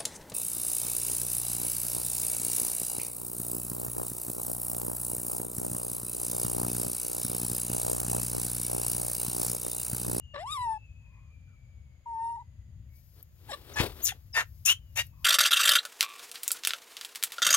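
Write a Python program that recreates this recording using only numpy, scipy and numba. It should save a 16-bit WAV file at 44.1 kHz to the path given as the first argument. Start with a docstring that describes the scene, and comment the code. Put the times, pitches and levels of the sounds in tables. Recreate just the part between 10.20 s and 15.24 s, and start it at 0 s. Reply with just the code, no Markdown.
"""A forest: low rumble, a band of insects, a thin sinking whistle and now and then a faint far call.
Close by, a young monkey gives two whistled coos, its vocal folds swinging in an almost pure tone.
Leaves start to hiss and air rushes; a short yelp follows, then five harsh shrieks in which the folds
break from tone into rasp. The first shriek ends in a puff of air on the microphone, the second
in a tiny whimper, the fourth in a brief ringing echo; a new far whistle sinks away behind the last."""
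import sys
import numpy as np
from scipy import signal
from scipy.fft import rfft, irfft, next_fast_len
from scipy.io import wavfile
from numba import njit

SR = 44100
rng = np.random.default_rng(int(sys.argv[2]) if len(sys.argv) > 2 else 0)


def materialize(psi):
    """Save the field psi as 16-bit PCM at rate SR to the path in sys.argv[1].

    A 1-D psi becomes a single channel; in a 2-D psi each row is a channel.
    """
    bounded = np.clip(np.atleast_2d(psi).T, -1, 1)
    quanta = np.round(bounded * 32767).astype(np.int16)
    wavfile.write(sys.argv[1], SR, quanta)


N = 222396
TIME = np.arange(N) / SR
TOP_HZ = 15900
SOFT_FADE_S, SHRIEK_FADE_S = 0.0098, 0.012


def monkey():
    """The near voice: two coos, a yelp, a whimper and five shrieks, three led in by a squeak."""
    # pitch lines of the soft calls: t/s, f/Hz
    arched_coo = [(0.136, 602), (0.176, 544.5), (.225, 729), (0.283, 1120), (0.33, 1261), (0.387, 1002),
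                  (.42, 997), (0.479, 910), (0.585, 845)]
    level_coo = [(1.856, 946), (1.961, 903), (2.111, 932), (2.149, 925.7), (2.162, 971), (2.178, 864),
                 (2.201, 974), (2.214, 980), (2.232, 850)]
    yelp = [(3.287, 881), (3.308, 787.6), (3.327, 523), (3.342, 587.5), (3.357, 517)]
    whimper = [(3.916, 844), (3.934, 706)]
    # their voicing, in that order: peak t/s, level/dB, overtone offset/dB, overtone bloom/(dB per dB
    # of swell), rolloff at 920 Hz/(dB per harmonic), extra onset roughness, steady roughness
    voicings = [(.495, -27.5, -23.5, 0.51, -0.41, 0.53, 0.07),
                (2.037, -30.5, -27.5, 0.74, -0.49, 0.03, 0.03), (3.336, -40, -3, -4.18, -0.0786, 0.42, 0),
                (3.924, -39, -22, -0.5, -0.5, 0.3, 0.13)]
    # hard pushes: t/s, rise/s, fall/s, rasp/dB, hiss/dB, hiss burst/dB, mouth f/Hz, its glide/(oct/s),
    # its damping, low cut/Hz, pitch/Hz, its glide/(oct/s), tone/dB, tone peak after/s
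    shrieks = [(3.553, 0.049, 0.022, -22, -44, 18, 2280, 20, 1, 780, 849, -0.5, -28.5, 0.032),
               (3.845, 0.023, 0.068, -28, -19.5, 0.5, 5480, -33, .45, 1620, 4210, -7, -38.5, 0.051),
               (4.136, .035, 0.077, -22, -34, -4, 1920, -4.5, 0.58, 702, 907, .5, -23.5, 0.049),
               (4.448, .051, 0.042, -19, -21.5, 9, 2970, -0.5, 0.27, 1103, 2848, 4, -17.5, 0.051),
               (4.753, 0.033, 0.045, -24.5, -32.5, 6.5, 2380, 1, 0.48, 705, 922.6, 1.14, -26.5, 0.043)]
    # lead-ins: t/s, length/s, start f/Hz, target f/Hz, glide/s, level/dB, octave/dB, peak after/s
    squeaks = [(3.53, 0.03, 8000, 4580, 0.015, -45.5, -63, 0.0077),
               (3.811, 0.044, 5700, 8120, .042, -29.5, -13.5, 0.038),
               (4.125, 0.051, 6886, 4890, .006, -37.5, -58.5, .016)]
    out = np.zeros(N)
    for pitch_line, voicing in zip([arched_coo, level_coo, yelp, whimper], voicings):
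        add(out, *coo(pitch_line, voicing))
    for row in shrieks:
        add(out, *shriek(row))
    for row in squeaks:
        add(out, *squeak(row))
    return out


def coo(pitch_line, voicing, easy_hz=901, swell_db_per_s=39.5, effort_db_per_oct=50.5, flutter_db=3):
    """The folds sing purest at their easy pitch; strained above it or slack below, they grow overtones."""
    # overtone colour of the two mouth shapes: f/Hz, level/dB
    open_mouth = [(400, -28.5), (1100, 7.5), (1400, -15.5), (1750, 7), (2450, -11), (3100, -3.5), (3900, 1),
                  (4600, -16.5), (5400, -1), (6300, -29), (7800, -1.5), (8900, -20), (10600, -4.5),
                  (13500, -21)]
    pursed_lips = [(900, 14.5), (1850, -7), (2780, -15.5), (3700, -23), (4600, -15.5), (5550, -12),
                   (6500, -21.5), (7400, -23), (8300, -10), (9400, 1), (10200, -1.5), (11200, -31),
                   (14000, -14.5)]
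    peak_s, level_db, bright_db, bloom, rolloff_db, onset_rough, steady_rough = voicing
    times, pitches = np.transpose(pitch_line)
    start, t, fade = span(times[0], times[-1] - times[0], SOFT_FADE_S)
    size, peak = len(t), max(peak_s - times[0], 1e-3)
    hz = np.interp(t + times[0], times, pitches)
    strain_oct = np.maximum(np.log2(hz / easy_hz), 0)
    slack_oct = np.maximum(np.log2(easy_hz / hz), 0)
    effort_oct = strain_oct + slack_oct
    rough = steady_rough + 0.21 * slack_oct + onset_rough * np.exp(-(t / 0.054) ** 2)

    swell_db = arch(t, peak, swell_db_per_s * peak, release_db=16.5)
    db = level_db + swell_db
    upper_db = db + np.minimum(bright_db + bloom * swell_db + effort_db_per_oct * effort_oct, -3.5)
    upper_db -= 6 * np.exp(-t / 0.029)  # overtones take a moment to build
    upper_db += 5 * np.minimum(rough, .6) * wander(240, size)  # rough folds beat unevenly
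    jitter = (.001 + 0.034 * rough) * wander(1100, size)
    waver = 0.0055 * wander(160, size)
    phase = phase_of(hz * (1 + jitter + waver))

    dullness = (920 / hz) ** 3  # slack folds make duller overtones
    opening = np.minimum(effort_oct / 0.14, 1)  # the mouth opens away from the easy pitch
    overtones = np.zeros(size)
    for k in range(2, 20):
        mouth = gain_at(k * hz, open_mouth) ** opening * gain_at(k * hz, pursed_lips) ** (1 - opening)
        harmonic_db = dullness * rolloff_db * (k + 0.5) + flutter_db * wander(74.3, size)
        overtones += mouth * undb(harmonic_db) * np.sin(k * phase) * (k * hz < TOP_HZ)

    # rough folds let air through: a dull growl that brightens as they tighten
    air_hz = hz ** 2 / 260
    air = unit(resonate(resonate(noise(open_mouth, size), air_hz, 2.2), air_hz, 2.2))
    air *= 1.7 * rough * (1 + .7 * np.cos(phase))
    # strain thins the fundamental and adds a fine turbulent hiss
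    fundamental = np.sin(phase) * undb(db - 5.5 * strain_oct + 4 * rough ** 2 * wander(360, size))
    hiss = noise([(1500, -14), (3500, -3), (6000, -7), (7800, 0), (11500, -2)], size)
    air += 0.338 * (hz / 1250) ** 5 * hiss
    upper = colour(undb(upper_db) * (np.sqrt(2) * overtones + air), [(11000, 0), (13500, -18)])
    return start, fade * (np.sqrt(2) * fundamental + upper)


def shriek(row, jitter=0.033, mouth_q=4.6, tremor_db=1.4, release_db=26, hiss_db_per_oct=12.5):
    """Tight folds slip between a tone and chaotic bursts that ring the mouth and upper throat."""
    # resonances that colour the hiss: f/Hz, level/dB
    upper_throat = [(2400, -34.5), (3500, -19), (4300, -27), (5600, -1), (6700, 4), (8000, -10.5),
                    (9700, -2.5), (11500, -7), (13800, -3), (16000, -19)]
    (s, rise, fall, rasp_peak_db, hiss_peak_db, burst_db, mouth_centre_hz, mouth_glide, damping,
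     low_cut_hz, pitch_hz, glide, tone_peak_db, tone_peak_s) = row
    start, t, fade = span(s, rise + fall, SHRIEK_FADE_S)
    size = len(t)
    mouth_oct = mouth_glide * (t - rise)
    mouth_hz = mouth_centre_hz * 2 ** mouth_oct

    # one shaking push drives rasp and hiss
    rasp_db = rasp_peak_db + arch(t, rise, 19.5, release_db) + tremor_db * wander(90, size)
    hiss_db = hiss_peak_db + arch(t, rise, 11, release_db) + tremor_db * wander(90, size)
    hiss_db += burst_db * np.exp(-((t - SHRIEK_FADE_S) / 0.02) ** 2)  # opening burst
    hiss_db += hiss_db_per_oct * mouth_oct  # hiss rises and falls with the mouth resonance

    # the folds lock into a tone for a moment, carried by the harmonic nearest the mouth resonance
    tone_db = tone_peak_db - 10 * ((t - tone_peak_s) / .028) ** 2
    rough = 1 / (1 + undb(tone_db - rasp_db))
    hz = pitch_hz * 2 ** (glide * (t - rise)) * (1 + jitter * rough * wander(900, size))
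    k = np.arange(1, 13)[:, None]
    detune = k * hz / mouth_hz - mouth_hz / (k * hz)
    weight = undb(0.5 * np.log2(k)) / np.hypot(1, mouth_q * detune) * (k * hz < TOP_HZ)
    weight /= np.sqrt((weight ** 2).sum(0) + 1e-12)
    tone = np.sqrt(2) * (weight * np.sin(k * phase_of(hz))).sum(0)

    bursts = np.tanh(wander(656, size))
    gate = unit(undb(4.2 * bursts))
    flow = rng.standard_normal(size) * gate
    ring = unit(resonate(resonate(flow, mouth_hz, 1. * damping), mouth_hz, 2. * damping) / mouth_hz ** .5)
    # chaotic cycles also spill energy below the resonance
    chest = unit(resonate(rng.standard_normal(size) * gate, mouth_hz * 0.54, 1.0) / mouth_hz ** .5)
    chest = colour(chest, [(150, -20), (350, 21.5), (1000, 3.5), (4000, 7), (10000, 4)])
    rasp = 2 * np.tanh(ring / 2) + undb(-14) * chest  # the swing of the folds is bounded
    hiss = noise(upper_throat, size) * gate
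    harsh = colour(undb(rasp_db) * rasp + undb(hiss_db) * hiss, [(.5 * low_cut_hz, -19), (low_cut_hz, 0)])
    return start, fade * (undb(tone_db + rough * bursts) * tone + harsh)


def squeak(row, jitter=.02):
    """A very high whistle and its octave, gliding towards a resting pitch."""
    s, length, from_hz, to_hz, glide_s, db, octave_db, peak = row
    start, t, fade = span(s, length, SHRIEK_FADE_S)
    hz = to_hz + (from_hz - to_hz) * np.exp(-t / glide_s)
    phase = phase_of(hz * (1 + jitter * wander(810, len(t))))
    swell = undb(arch(t, peak, rise_db=29 * peak / length, release_db=1))
    tone = undb(db) * swell * np.sin(phase) + undb(octave_db) * swell ** 2 * np.sin(2 * phase)
    return start, fade * np.sqrt(2) * tone


def air_and_leaves():
    """A fluttering rush of air, hissing leaves, dull puffs on the microphone and a few dry ticks."""
    # colours of the rush and the leaf hiss: f/Hz, level/dB
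    rush_colour = [(100, -10.5), (350, 6.5), (800, -5.5), (1500, -7), (2200, -9), (3600, -6.5), (4600, -9),
                   (6500, -20.5), (9500, -14.5), (15500, -16)]
    leaf_colour = [(2000, -24.5), (5000, -1), (8500, -11.5), (10000, -4.5), (11300, -6), (12600, 9.5),
                   (15000, -3), (16000, 7)]
    # their swells: peak t/s, level/dB, rise/s, fall/s
    gusts = [(2.99, -63.5, 0.037, 0.04), (3.31, -48.5, 0.046, .08), (3.58, -43, 0.11, 0.0334),
             (3.607, -24.5, 0.0068, 0.038), (3.79, -46, 0.036, 0.082)]
    rustles = [(2.76, -55, 0.03, 0.14), (3.0, -54.5, .12, 0.028), (3.32, -54, 0.11, 0.33),
               (3.8, -48, 0.31, 0.094), (4.42, -56.5, 0.53, 0.12), (4.85, -50, .1, 0.034),
               (5.03, -53.5, 0.06, 0.11)]
    # thumps of air: t/s, level/dB, decay/s, top f/Hz
    puffs = [(3.601, -17.5, 0.0054, 584), (3.619, -31, 0.01, 1330), (3.636, -19, 0.002, 956),
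             (3.651, -29.5, 0.0036, 700), (3.669, -60, 0.0067, 700)]
    # small dry ticks: t/s, level/dB, f/Hz
    ticks = [(3.028, -39.5, 12500), (3.817, -45, 3530), (4.867, -43.5, 11800)]
    out = noise(rush_colour) * swells(gusts) * undb(2 * wander(120))
    out += noise(leaf_colour) * swells(rustles) * undb(0.53 * wander(40))
    t = TIME[:SR // 10]
    attack = np.minimum(t / 0.00092, 1)
    for s, db, decay, top_hz in puffs:
        thump = noise([(25, -6), (65, 9), (200, -3), (top_hz, -2), (4 * top_hz, -22), (15000, -40)], len(t))
        add(out, int(s * SR), undb(db) * thump * attack * np.exp(-t / decay))
    for s, db, hz in ticks:
        tick = unit(resonate(rng.standard_normal(len(t)), np.full(len(t), 1. * hz), 0.088))
        add(out, int(s * SR), undb(db) * tick * np.exp(-t / 0.0033))
    return out


def far_calls_and_echo(edge_db=9.5):
    """Long sinking whistles, faint far calls and a brief ringing echo of the fourth shriek's tone."""
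    # sinking whistles: t/s, length/s, f/Hz, sink/(oct/s), level/dB, fade/(dB/s)
    whistles = [(0, 4.1, 2882, .225, -54.5, 10.5), (1.404, 1.9, 575, .06, -83.5, 10),
                (4.543, 0.79, 3110, 0.66, -66.5, 13)]
    # the echo (at 4.541 s) and the far calls: t/s, length/s, start f/Hz, end f/Hz, level/dB, octave/dB
    short_tones = [(.8, 0.33, 941, 1136, -68, -73), (1.268, 0.094, 1520, 1230, -67.5, -88),
                   (2.683, .13, 2140, 2320, -68, -96), (4.541, 0.053, 3040, 3130, -49.5, -79),
                   (4.919, 0.28, 1036, 1090, -60.5, -77.5)]
    out = np.zeros(N)
    for s, length, hz, sink, db, db_per_s in whistles:
        start, t, fade = span(s, length, SOFT_FADE_S)
        add(out, start, fade * smeared_tone(hz * 2 ** (-sink * t), db - db_per_s * t, octave_db=-np.inf))
    for s, length, from_hz, to_hz, db, octave_db in short_tones:
        start, t, fade = span(s, length, SOFT_FADE_S)
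        swell = undb(arch(t, length / 2, edge_db, edge_db))
        add(out, start, fade * swell * smeared_tone(np.linspace(from_hz, to_hz, len(t)), db, octave_db))
    return out


def smeared_tone(hz, db, octave_db, flicker_db=2):
    """A thin tone and its octave, pitch and level smeared by the trees."""
    smear_hz = 60 * np.sqrt(1500 / hz) * wander(500, len(hz))
    phase = phase_of(hz + smear_hz)
    flicker = undb(flicker_db * wander(55, len(hz)))
    return flicker * (undb(db) * np.sin(phase) + undb(octave_db) * np.sin(2 * phase))


def forest(wash_db=-75, insect_db=-81, insect_hz=6750., left_boost_db=5.5):
    """The bed: a heaving rumble shared by both sides, a quiet wash and a steady band of insects."""
    # colours of the wash and the rumble: f/Hz, level/dB
    wash_colour = [(200, -3.5), (400, -2.5), (560, 4), (800, -3.5), (1300, -5.5), (2100, -5), (3200, -6.5),
                   (4300, -13), (4900, -7.5), (5700, -26), (8500, -29.5), (11200, -13), (12800, -21)]
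    rumble_colour = [(20, -24.5), (35, -15.5), (50, -2.5), (78, 2.5), (110, -2), (150, -10.5), (200, -22.5),
                     (300, -32), (500, -56), (1500, -90.5)]
    # heave of the rumble: t/s, level/dB
    rumble_level = [(0.0, -53.5), (1.66, -54), (1.9, -63), (2.6, -47.5), (2.86, -58.5), (3.51, -57.5),
                    (3.61, -41.5), (3.82, -55.5), (5.04, -51)]
    rumble = noise(rumble_colour) * undb(np.interp(TIME, *np.transpose(rumble_level)))
    out = np.outer(undb([left_boost_db, 0]), rumble)
    centre = np.full(N, insect_hz)
    for side in out:
        insects = unit(resonate(resonate(rng.standard_normal(N), centre, .12), centre, .12))
        side += insects * undb(insect_db + wander(38))
        side += noise(wash_colour) * undb(wash_db + wander(0.9))
        side += undb(-65.5) * noise(rumble_colour)  # a faint steady rumble of its own
    return out


def trees(x, near_db=-17, far_db=-40, near_t60=.12, far_t60=0.17):
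    """Stereo reverb: quick scatter from nearby leaves and a faint dull tail from the trunks."""
    t = TIME[:SR]
    sides = []
    for _ in range(2):
        near = noise([(400, -8), (2000, 0), (14000, -3)], SR) * undb(-60 * t / near_t60)
        far = noise([(300, -6), (1000, 0), (3000, -2), (12000, -22)], SR) * undb(-60 * t / far_t60)
        response = (undb(near_db) * unit(near) + undb(far_db) * unit(far)) / np.sqrt(SR)
        sides.append(signal.fftconvolve(x, response)[:N])
    return np.array(sides)


def microphones(x, lag_rad=1.93, lag_hz=1600, scatter=0.063):
    """The left microphone hears x directly; the right later and shaded, with scatter from the grass."""
    # shading on the right: f/Hz, level/dB
    shading = [(100, -6), (350, -13), (800, -4.5), (1250, -2.5), (2400, -6), (4400, -8), (8000, -9),
               (15000, -9)]
    hz = np.fft.rfftfreq(N, 1 / SR)
    lag = np.exp(-1j * lag_rad * np.tanh(hz / lag_hz))
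    right = irfft(rfft(x) * gain_at(hz, shading) * lag, N)
    t = TIME[:SR // 20]
    grass = scatter * unit(noise([(700, -12), (2500, 0)], len(t)) * np.exp(-t / .01)) / np.sqrt(len(t))
    return np.array([x, right + signal.fftconvolve(x, grass)[:N]])


def span(s, length, fade_s):
    """Start sample, local time and edge fades of one sound."""
    t = TIME[:int(length * SR)]
    edge = np.clip(np.minimum(t, t[-1] - t) / fade_s, 0, 1)
    return max(int(s * SR), 0), t, np.sin(np.pi / 2 * edge) ** 2


def arch(t, peak, rise_db, release_db):
    """Level in dB of one swell: a steady climb to the peak, then an ever faster fall."""
    before = np.maximum(1 - t / peak, 0)
    after = np.maximum(t - peak, 0) / max(t[-1] - peak, 1e-3)
    return -rise_db * before - release_db * after ** 2


def swells(rows):
    """Gain of overlapping swells that grow and die away exponentially."""
    gains = [undb(db) * np.exp(np.minimum((TIME - s) / rise, (s - TIME) / fall))
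             for s, db, rise, fall in rows]
    return np.sqrt(sum(gain ** 2 for gain in gains))


def undb(db):
    """Decibels to gain."""
    return 10 ** (np.asarray(db) / 20)


def unit(x):
    """Scale to rms 1."""
    return x / np.sqrt(np.mean(x ** 2) + 1e-20)


def phase_of(hz):
    """Running phase of a moving pitch, in radians."""
    return 2 * np.pi * np.cumsum(hz) / SR


def gain_at(hz, points):
    """Gain of an EQ curve (f/Hz, level/dB) at the given frequencies."""
    f, db = np.transpose(points)
    return undb(np.interp(np.log(hz + 1), np.log(f), db))


def colour(x, points):
    """Filter by an EQ curve (f/Hz, level/dB)."""
    size = next_fast_len(len(x) + 512)
    return irfft(rfft(x, size) * gain_at(np.fft.rfftfreq(size, 1 / SR), points), size)[:len(x)]


def noise(points, size=N):
    """Coloured noise of rms 1."""
    return unit(colour(rng.standard_normal(size), points))


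def wander(rate, size=N):
    """Random values, rate a second, joined by lines; spread near 1."""
    at = np.arange(size) * rate / SR
    return 1.42 * np.interp(at, np.arange(size), rng.standard_normal(size))


def add(track, start, x):
    """Mix x into the track from a start sample."""
    track[start:start + len(x)] += x[:N - start]


@njit
def resonate(x, hz, damping):
    """State-variable band-pass with a moving centre; damping = width / centre."""
    y, band, low = np.empty(len(x)), 0., 0.
    for i in range(len(x)):
        g = np.tan(np.pi * min(hz[i], .42 * SR) / SR)
        v = (band + g * (x[i] - low)) / (1 + g * (g + damping))
        band, low, y[i] = 2 * v - band, low + 2 * g * v, damping * v
    return y


def scene():
    """The monkey a little to the left, in its forest."""
    voice = monkey()
    return microphones(voice + air_and_leaves() + far_calls_and_echo()) + trees(voice) + forest()


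def record(dry):
    """Round the loudest peaks and cut the top."""
    rounded = .6 * np.tanh(dry / .6)
    return signal.sosfilt(signal.ellip(10, .2, 80, TOP_HZ, fs=SR, output="sos"), rounded)


dry = scene()
out = record(dry)
materialize(out)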